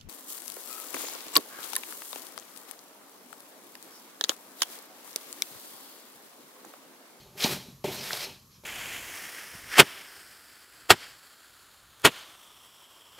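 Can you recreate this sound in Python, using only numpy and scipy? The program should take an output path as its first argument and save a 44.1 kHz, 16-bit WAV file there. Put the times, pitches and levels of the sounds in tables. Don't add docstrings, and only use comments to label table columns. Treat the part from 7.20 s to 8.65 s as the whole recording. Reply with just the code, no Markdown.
import sys
import numpy as np
from scipy import signal
from scipy.fft import rfft, irfft, next_fast_len
from scipy.io import wavfile
from scipy.ndimage import uniform_filter1d

SR = 44100
rng = np.random.default_rng(int(sys.argv[2]) if len(sys.argv) > 2 else 0)


def gain_from_db(level_db):
    decades = np.asarray(level_db, float) / 20
    return 10 ** decades


def store_wav(level_fs):
    pcm = np.round(np.clip(np.atleast_2d(level_fs), -1, 1) * 32767)
    wavfile.write(sys.argv[1], SR, pcm.T.astype(np.int16))


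N = 63945

# (frequency [Hz], level [dB], t60 [s])
BOWL = [(139, -6, .2), (188, -5, .18), (225, -1, .09), (402, -1, .14), (595, -4, .09), (510, -3, .035),
        (700, -3, .035), (315, -10, .05), (765, -9, .08), (856, -7, .12), (1150, -16, .07),
        (1362, -14, .08), (2250, -12, .06), (2490, -12, .07)]


def evened(x):
    return x / np.sqrt(np.mean(x ** 2) + 1e-20)


def read(points, hz):
    f, value = np.transpose(points)
    return np.interp(np.log(hz + 1), np.log(f + 1), value)


def coloured(x, points):
    size = next_fast_len(len(x) + 4096)
    gain = gain_from_db(read(points, np.fft.rfftfreq(size, 1 / SR)))
    return irfft(rfft(x, size) * gain, size)[:len(x)]


def resonate(x, hz, width_hz):
    turn = np.exp(2j * np.pi * np.cumsum(hz * np.ones(len(x))) / SR)
    r = np.exp(-np.pi * width_hz / SR)
    smooth = signal.lfilter([1 - r], [1, -r], x / turn + 1e-18)
    return 2 * (turn * smooth).real


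def clicks(per_s, spread_db):
    size = gain_from_db(spread_db * np.minimum(rng.exponential(1, N), 4))
    sign = rng.choice([-1., 1.], N)
    return evened(size * sign * (rng.random(N) < per_s / SR))


def add(mix, s, sound):
    part = mix[round(s * SR):][:len(sound)]
    part += sound[:len(part)]


def scrape():
    # (time [s], edge ring [dB], slip hiss re ring [dB], bowl rocking re ring [dB],
    #  wall rumble re ring [dB], brightest edge pitch [Hz])
    scrape_points = [(0, -54.5, -1, 0, -6, 4000), (.07, -59.5, -1.5, -15, 5, 4170),
                     (.13, -76.5, 14, 19, 11.5, 3500), (0.163, -72.5, 14.5, 6, 17.5, 3160),
                     (.178, -57, 14.5, 3, -15, 2580), (0.209, -34, -0.5, -25, -6, 3530),
                     (0.235, -29, -1, -25, -34, 4100), (0.248, -28, 1, -24, -1, 4100),
                     (0.282, -39.5, 6.5, -5.5, 0, 3570), (0.328, -37, 5, 2.5, 0, 3900),
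                     (0.358, -49, 12, 9, -24, 4450), (0.384, -51.5, 2.5, 4, -22, 3400),
                     (.47, -59, 2, 3.5, -1, 4100), (.56, -73, 8, 11.5, -8, 4100),
                     (.6415, -72, 0, 5, -5, 2600), (.6435, -40, 2, -6, -8, 2450),
                     (0.688, -42, 0, 6.5, 5, 2700), (.75, -46, 10, -2, -5, 4150),
                     (.775, -39, -3, -9, -8, 5400), (.8, -38, -4, -10, -8, 5600),
                     (.85, -41, 3.5, -10.5, -16.5, 3900), (.92, -42, 6.5, -5, -10.5, 3620),
                     (.95, -41, 6.5, -8, -16, 4440), (.99, -41, 3, -12, -26, 4500),
                     (1.034, -32.5, -1.5, -30, -48, 4700), (1.054, -38.5, -3.5, -33, -11, 4270),
                     (1.078, -48.5, -1, -6, 5.5, 3240), (1.16, -59, 2, 2, -10, 3460),
                     (1.26, -97, -11, 22, -27, 4530), (1.3, -72, 6, -10, -29, 5000),
                     (1.325, -58, -18, -7, -17, 5100), (1.362, -58, -18, -7, -17, 5300),
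                     (1.4, -67, -13, 4, -4, 5000), (1.436, -77, 9, 2, -20, 4000),
                     (1.438, -68.5, 15.5, -22, -27, 3900), (1.45, -62, 7, -4, 17, 3930)]
    # (frequency [Hz], level [dB per Hz])
    slip_spectrum = [(200, -35), (350, 1.5), (1000, -2), (1800, -1.5), (4200, -1.5), (8000, -6.5),
                     (9500, -8), (12500, -3.5), (15800, -13.5)]
    scrape_db = -2
    slips_per_s, slip_spread_db, judder_db = 9000, 1, 1
    knocks_per_s, knock_spread_db = 1200, 3.
    wall_smother_t60_s = .08

    s, ring_db, hiss_db, rock_db, wall_db, bright_hz = np.transpose(scrape_points)

    def along(values):
        return np.interp(np.arange(N) / SR, s, values)

    wobble = evened(uniform_filter1d(rng.standard_normal(N), size=300))
    judder = gain_from_db(judder_db * wobble)
    hiss_slips = clicks(slips_per_s, slip_spread_db) * judder
    hiss = evened(coloured(hiss_slips, slip_spectrum))
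    ring_slips = clicks(slips_per_s, slip_spread_db) * judder
    ring = evened(patchy(edge(ring_slips, along(bright_hz))))
    out = ring * gain_from_db(along(ring_db)) + hiss * gain_from_db(along(ring_db + hiss_db))

    for db, hz, octaves, t60 in ((rock_db, 160., .5, 1.), (wall_db, 550., .9, wall_smother_t60_s)):
        body = bowl_ring(hz, octaves, np.zeros(len(BOWL)))
        body = body * gain_from_db(-60 * np.arange(len(body)) / SR / t60)
        knocks = clicks(knocks_per_s, knock_spread_db)
        rumble = evened(signal.oaconvolve(knocks, body)[:N])
        out = out + rumble * gain_from_db(along(ring_db + db))
    return gain_from_db(scrape_db) * out


def edge(x, bright_hz):
    # (frequency [Hz], width [Hz], level [dB])
    edge_resonances = [(1600, 720, -10.5), (2450, 320, -1), (3135, 315, -1), (4100, 730, -2.5),
                       (4640, 630, -0.5), (5500, 1740, -7)]
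    bright_width_hz, bright_db = 1200, 6
    ring = sum((-1) ** k * gain_from_db(db) * resonate(x, hz, width_hz)
               for k, (hz, width_hz, db) in enumerate(edge_resonances))
    return ring + gain_from_db(bright_db) * resonate(ring, bright_hz, bright_width_hz)


def patchy(x):
    patchy_db = 2.5
    z = signal.stft(x, nperseg=512, noverlap=384)[2]
    noise = rng.standard_normal(z.T.shape)
    over_time = uniform_filter1d(noise, size=12, axis=0)
    field = uniform_filter1d(over_time, size=7, axis=1).T
    return signal.istft(z * gain_from_db(patchy_db * evened(field)), nperseg=512, noverlap=384)[1][:N]


def bowl_ring(centre_hz, octaves, phases):
    blow_rise_s = .0007
    t = np.arange(SR // 4) / SR
    ring = np.zeros(len(t))
    for (hz, db, t60), phase in zip(BOWL, phases):
        woken_db = db - 6 * (np.log2(hz / centre_hz) / octaves) ** 2
        ring += gain_from_db(woken_db - 60 * t / t60) * np.sin(2 * np.pi * hz * t + phase)
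    return ring * (1 - np.exp(-t / blow_rise_s))


def bumps():
    # (time [s], peak level [dB], centre of the blow's energy [Hz], its spread [octaves],
    #         time until the damping [s])
    bump_list = [(.2455, -15, 255, .6, .0095), (.6436, -17.5, 440, .9, .016), (.155, -43, 420, .6, .03),
                 (.259, -23, 820, .5, .02), (.369, -36, 550, .4, .01), (.484, -38, 180, .5, .02),
                 (.525, -44, 150, .5, .03), (.682, -29, 480, .6, .01), (.934, -28, 680, .4, .01),
                 (1.437, -43, 600, .6, .02)]
    damped_db, damping_s = -13, .002
    out = np.zeros(N)
    all_phases = rng.normal(0, .3, (len(bump_list), len(BOWL)))
    for (s, db, hz, octaves, free_s), phases in zip(bump_list, all_phases):
        ring = bowl_ring(hz, octaves, phases)
        t = np.arange(len(ring)) / SR
        ring = ring * gain_from_db(damped_db * np.clip((t - free_s) / damping_s, 0, 1))
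        add(out, s, -gain_from_db(db) * ring / abs(ring).max())
    return out


def ticks():
    # (time [s], rms level of the first 150 samples [dB], decay time constant [s],
    #         brightest edge pitch [Hz])
    tick_list = [(0.186, -44, .001, 2500), (0.205, -32.5, 0.0013, 4130), (0.222, -29, 0.0066, 3740),
                 (0.232, -36, 0.00073, 3900), (.239, -24, 0.0017, 4340), (0.2417, -21, 0.0037, 4470),
                 (0.6405, -42.5, 0.009, 2450), (0.658, -42, 0.015, 2530), (0.9313, -26.5, 0.00093, 4900),
                 (.940, -40, 0.002, 4400)]
    pop_s, pop_db, pop_hz, pop_length_s = .9081, -19, 1650, .00042
    out = np.zeros(N)
    t = np.arange(2000) / SR
    bursts = rng.standard_normal((len(tick_list), len(t)))
    for (s, db, length_s, hz), burst in zip(tick_list, bursts):
        sound = edge(burst * np.exp(-t / max(length_s, 1e-4)), hz)
        add(out, s, gain_from_db(db) * sound / np.std(sound[:150]))

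    u = t - .003
    swell = np.exp(-(u / pop_length_s) ** 2 / 2)
    add(out, pop_s - .003, gain_from_db(pop_db) * swell * np.cos(2 * np.pi * pop_hz * u))
    return out


def kitchen(x):
    # (frequency [Hz], t60 [s])
    decay_times = [(150, 0.4), (600, 0.63), (2000, 0.47), (5000, 0.62), (12000, .5)]
    taps = np.zeros(SR)
    at = np.arange(200, SR - 20, 20) + rng.integers(0, 20, (SR - 201) // 20)
    taps[at] = rng.choice([-1., 1.], len(at))
    hz, t, z = signal.stft(taps, SR, nperseg=256)
    decay = gain_from_db(-60 * t / read(decay_times, hz)[:, None])
    tail = signal.istft(z * decay, SR, nperseg=256)[1]
    return signal.fftconvolve(x, tail / np.linalg.norm(tail))[:N]


def floor():
    # (frequency [Hz], level [dB per Hz])
    floor_spectrum = [(20, -47), (40, 4.5), (70, 0.5), (130, 7), (200, 0.5), (300, -10), (450, -8),
                      (650, -34), (1100, -6.5), (1400, -16.5), (2700, -29), (4200, -22), (6500, -14),
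                      (9500, -25), (11600, -11), (15000, -26)]
    floor_db = -59
    return gain_from_db(floor_db) * evened(coloured(rng.standard_normal(N), floor_spectrum))


def capsule_noise():
    # (frequency [Hz], level [dB per Hz])
    noise_spectrum = [(12, -32), (20, -13), (255, -12.5), (410, -14), (499, -17), (678, -10), (802, -13),
                      (13200, -15.5), (16000, -14.5)]
    noise_db = -66.5
    return gain_from_db(noise_db) * evened(coloured(rng.standard_normal(N), noise_spectrum))


def scene():
    low_cut_hz, kitchen_db = 115, -12
    low_cut = signal.butter(2, low_cut_hz, "high", fs=SR)
    dry = signal.lfilter(*low_cut, scrape() + bumps() + ticks())
    mid = dry + gain_from_db(kitchen_db) * kitchen(dry) + floor()
    side = capsule_noise()
    return np.array([mid + side, mid - side])


def roll_off(x):
    return signal.sosfilt(signal.butter(12, 16470, fs=SR, output="sos"), x)


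def record(dry):
    # (frequency [Hz], level [dB])
    band_limit = [(15700, 0), (16050, -60)]
    mix = np.array([coloured(x, band_limit) for x in dry])
    return roll_off(mix)


dry = scene()
out = record(dry)
store_wav(out)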